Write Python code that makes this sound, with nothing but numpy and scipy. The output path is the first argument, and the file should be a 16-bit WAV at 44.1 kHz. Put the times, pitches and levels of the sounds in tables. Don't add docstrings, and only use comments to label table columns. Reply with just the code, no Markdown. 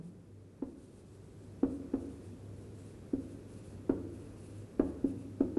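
import sys
import numpy as np
from scipy import signal
from scipy.fft import rfft, irfft, next_fast_len
from scipy.io import wavfile
from scipy.ndimage import map_coordinates

SR = 44100
rng = np.random.default_rng(int(sys.argv[2]) if len(sys.argv) > 2 else 0)


def dump_mix(stems):
    frames = np.atleast_2d(stems).T
    limited = np.clip(frames, -1, 1)
    pcm = np.round(limited * 32767).astype(np.int16)
    wavfile.write(sys.argv[1], SR, pcm)


N = 246386


def amp(db):
    return 10 ** (np.asarray(db) / 20)


def unit(x):
    return x / np.sqrt(np.mean(x ** 2) + 1e-20)


def along(points, hz):
    f, v = np.transpose(points)
    return np.interp(np.log(hz + 1), np.log(f + 1), v)


def filtered(x, response):
    size = next_fast_len(len(x) + 8192)
    hz = np.fft.rfftfreq(size, 1 / SR)
    return irfft(rfft(x, size) * response(hz), size)[:len(x)]


def coloured(x, spectrum):
    return unit(filtered(x, lambda hz: amp(along(spectrum, hz))))


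def resonance(hz, centre_hz, width_hz):
    return 1j * hz * width_hz / (centre_hz ** 2 - hz ** 2 + 1j * hz * width_hz)


def wobble(rate):
    knots = rng.standard_normal(int(N * rate / SR) + 4)
    return map_coordinates(knots, [np.arange(N) * rate / SR])


def add(track, s, sound):
    start = max(round(s * SR), 0)
    track[start:start + len(sound)] += sound[:max(len(track) - start, 0)]


def fade(t, t60):
    return np.exp(-np.log(1000) * t / t60)


def classroom(x, build_s):
    # (frequency [Hz], t60 [s])
    reverb_times = [(100, 0.21), (260, 1.22), (700, 0.54), (1840, 1.03), (10000, 0.38)]
    hz, t, bands = signal.stft(rng.standard_normal(SR), SR, nperseg=256)
    decay = fade(t, along(reverb_times, hz)[:, None])
    tail = signal.istft(bands * decay, SR, nperseg=256)[1]
    tail *= 1 - np.exp(-(np.arange(len(tail)) / SR / build_s) ** 2)
    wet = signal.fftconvolve(x, tail)
    return wet * np.linalg.norm(x) / np.linalg.norm(wet)


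def background():
    # (frequency [Hz], spectral level [dB per Hz])
    air_spectrum = [(12, -73), (20, -35.5), (43, -9.5), (70, -6.5), (85, -9.5), (101, -2), (113, -6),
                    (125, -5), (151, -6), (286, -7), (389, -9), (583, -18.5), (693, -25.5), (2000, -37.5),
                    (2600, -39.5), (4400, -120)]
    # (frequency [Hz], spectral level [dB per Hz])
    hiss_spectrum = [(500, -3), (1500, 2.5), (2150, -4), (2600, 0.5), (3200, 0), (6000, -1.5), (10800, -2),
                     (12000, -6)]
    hush_db, rise_start_s, rise_s = -6.6, 0.16, 2.01
    t = np.arange(N) / SR
    air = amp(-51.0 + 0.56 * wobble(11.0)) * coloured(rng.standard_normal(N), air_spectrum)
    hum_hz = 100 + 1.63 * wobble(9.9)
    hum_wave = unit(np.sin(2 * np.pi * np.cumsum(hum_hz) / SR))
    hum = amp(-55.5 + 2.7 * wobble(8)) * hum_wave
    hiss = amp(-70.5) * coloured(rng.standard_normal(N), hiss_spectrum)
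    risen = np.clip((t - rise_start_s) / rise_s, 0, 1)
    return amp(hush_db * np.cos(np.pi / 2 * risen) ** 2) * (air + hum + hiss)


def fading_ring():
    def body(hz):
        low = resonance(hz, centre_hz=173, width_hz=22.0) ** 2
        high = resonance(hz, centre_hz=286, width_hz=180) ** 2
        return low + amp(-17) * high

    ring = unit(filtered(rng.standard_normal(N + SR), body))[SR:]
    return amp(-46.0) * ring * fade(np.arange(N) / SR, t60=0.7)


def stroke(length, squeak_hz, squeak_db, barrel_db):
    # (frequency [Hz], spectral level [dB per Hz])
    felt_spectrum = [(300, -12), (1500, 4), (2600, -12), (3200, 0.5), (4400, 0), (6500, -0.5), (8000, 2.5),
                     (10800, 1.5), (12000, -14)]
    progress = np.linspace(0, 1, int(length * SR))
    speed = np.abs(np.sin(np.pi * progress)) ** 0.5
    grains = rng.standard_normal(len(progress)) * amp(4.8 * rng.standard_normal(len(progress)))
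    rub = coloured(grains, felt_spectrum)
    squeak = unit(filtered(grains, lambda hz: resonance(hz, squeak_hz, width_hz=420)))
    barrel = unit(filtered(grains, lambda hz: resonance(hz, centre_hz=2610, width_hz=630) ** 2))
    return speed * (rub + amp(squeak_db) * squeak + amp(barrel_db) * barrel)


def strokes():
    # (start [s], length [s], strokes, level before pressure changes [dB], mean squeak pitch [Hz])
    letters = [(0.01, 0.1, 1, -77, 9200), (0.65, 0.089, 1, -79, 8900), (0.765, 0.27, 2, -74, 9100),
               (1.044, 0.46, 3, -76.5, 8150), (1.67, 0.11, 1, -72.5, 8500), (1.969, 0.34, 3, -74, 9100),
               (2.554, 0.12, 1, -74, 9600), (2.745, 0.11, 1, -72, 8000), (2.83, 0.1, 1, -72, 9600),
               (3.192, 0.16, 2, -73.5, 10000), (3.472, 0.29, 2, -72, 10100), (4.082, 0.27, 1, -73, 10500),
               (4.359, 0.17, 1, -69.5, 9960), (4.509, 0.14, 1, -73.5, 9700), (4.825, 0.086, 1, -72, 10500),
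               (5.057, 0.065, 1, -70.5, 10300), (5.167, 0.08, 1, -75, 10500)]
    usual_db, usual_squeak_db, squeak_growth = -72, -8, 1
    pitch_scatter = 0.015
    barrel_start_db, barrel_db_per_s = -18.5, 2.5
    rubbing = np.zeros(N)
    for start, length, count, db, squeak_hz in letters:
        squeak_db = usual_squeak_db + squeak_growth * (db - usual_db)
        for s in start + length * np.arange(count) / count:
            pitch_hz = squeak_hz * (1 + pitch_scatter * rng.standard_normal())
            barrel_db = barrel_start_db + barrel_db_per_s * s
            add(rubbing, s, amp(db) * stroke(length / count, pitch_hz, squeak_db, barrel_db))
    rubbing *= amp(1.95 * wobble(45))
    return rubbing + amp(-5.5) * classroom(rubbing, build_s=0.013)[:N]


def panel_knock(t, third_db, top_db, click_db):
    # (frequency [Hz], level [dB], t60 [s])
    bending_modes = [(229, -5.5, 0.03), (273.1, 1.5, 0.06), (361.7, 2, 0.039), (472.8, -0.5, 0.084),
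                     (549.3, -14, 0.23), (645, -12.5, 0.071), (760, -19, 0.051), (847, -19.5, 0.057)]
    sharp_db, higher_at_sharp_db, higher_per_click = -19, -11, 0.66
    higher_db = higher_at_sharp_db + higher_per_click * (click_db - sharp_db)
    ring = 0.77 * np.exp(-0.0791 * third_db)
    spot_db = [0, 0, third_db] + [higher_db] * len(bending_modes[3:-1]) + [top_db]
    knock = np.zeros(len(t))
    for k, (hz, level, t60) in enumerate(bending_modes):
        sign = (-1) ** (k + 1)
        knock += sign * amp(level + spot_db[k]) * np.sin(2 * np.pi * hz * t) * fade(t, t60 * ring)
    return knock * (1 - np.exp(-t / 0.00038))


def board_boom(t):
    # (frequency [Hz], mean level [dB], t60 [s])
    board_modes = [(27.3, -13, 0.13), (75.4, -27.5, 1.14), (99.4, -30.5, 1.9), (110.5, -18.5, 0.15),
                   (187.5, -25.5, 0.61), (271.6, -23.5, 0.41), (536, -34.5, 0.8)]
    boom = np.zeros(len(t))
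    for hz, level, t60 in board_modes:
        swing = np.sin(2 * np.pi * (hz * t + rng.random()))
        boom += amp(level + rng.normal(0, 1)) * swing * fade(t, t60)
    return boom * (1 - np.exp(-(t / 0.019) ** 2))


def click(t):
    # (frequency [Hz], spectral level [dB per Hz])
    click_spectrum = [(450, 1.5), (600, 8.5), (850, -1), (1100, -3), (1400, -5.5), (1700, -11.5),
                      (2150, -22), (2550, -19.5), (3200, -29.5), (4500, -36), (6000, -55)]
    hz = np.arange(450, 6000, 60)
    hz = hz + 15 * rng.standard_normal(len(hz))
    modes = np.sin(2 * np.pi * (hz[:, None] * t + rng.random((len(hz), 1))))
    mixed = unit(amp(along(click_spectrum, hz)) @ modes)
    return mixed * fade(t, t60=0.058) * (1 - np.exp(-(t / 0.0011) ** 2))


def muffled(x, corner_hz):
    return signal.lfilter(*signal.butter(1, corner_hz, fs=SR), x)


def taps():
    # (time [s], level [dB], third mode [dB], top mode [dB], click [dB])
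    landings = [(0.6214, -27, -7, -10, -20.5), (1.6298, -18, -8.5, -12, -20),
                (1.9357, -22, -7.5, -7, -19.5), (3.1326, -21.5, -7, -22, -28.5),
                (3.8939, -16.5, -1.5, -20, -19), (4.7947, -14.9, -1.5, -2.5, -17.5),
                (5.0417, -19, -8, -18, -31), (5.405, -16.5, -5, -10.5, -24), (5.5690, -19, -1, -3, -24.5)]
    # (mean delay [s], level before muffling [dB])
    reflections = [(.0115, -3.5), (.0165, -7.5), (.0225, -11.5)]
    out = np.zeros(N)
    t = np.arange(SR) / SR
    for s, db, third_db, top_db, click_db in landings:
        knock = panel_knock(t, third_db, top_db, click_db)
        tick = amp(click_db) * click(t[:SR // 10])
        add(out, s, amp(db) * (knock + board_boom(t)))
        add(out, s, amp(db) * tick)
        for delay_s, wall_db in reflections:
            echo_s = s + delay_s * (1 + 0.0574 * rng.standard_normal())
            add(out, echo_s, amp(db + wall_db) * muffled(tick, corner_hz=1110))
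        add(out, s + .014, amp(db - 7) * classroom(knock, build_s=0.0043))
        add(out, s + .008, amp(db - 2.0) * classroom(muffled(tick, corner_hz=885), build_s=0.0017))
    return out


def scene():
    return (background() + fading_ring() + strokes() + taps())[None]


def record(dry):
    return np.array([filtered(channel, lambda hz: hz < 11800) for channel in dry])


dry = scene()
out = record(dry)
dump_mix(out)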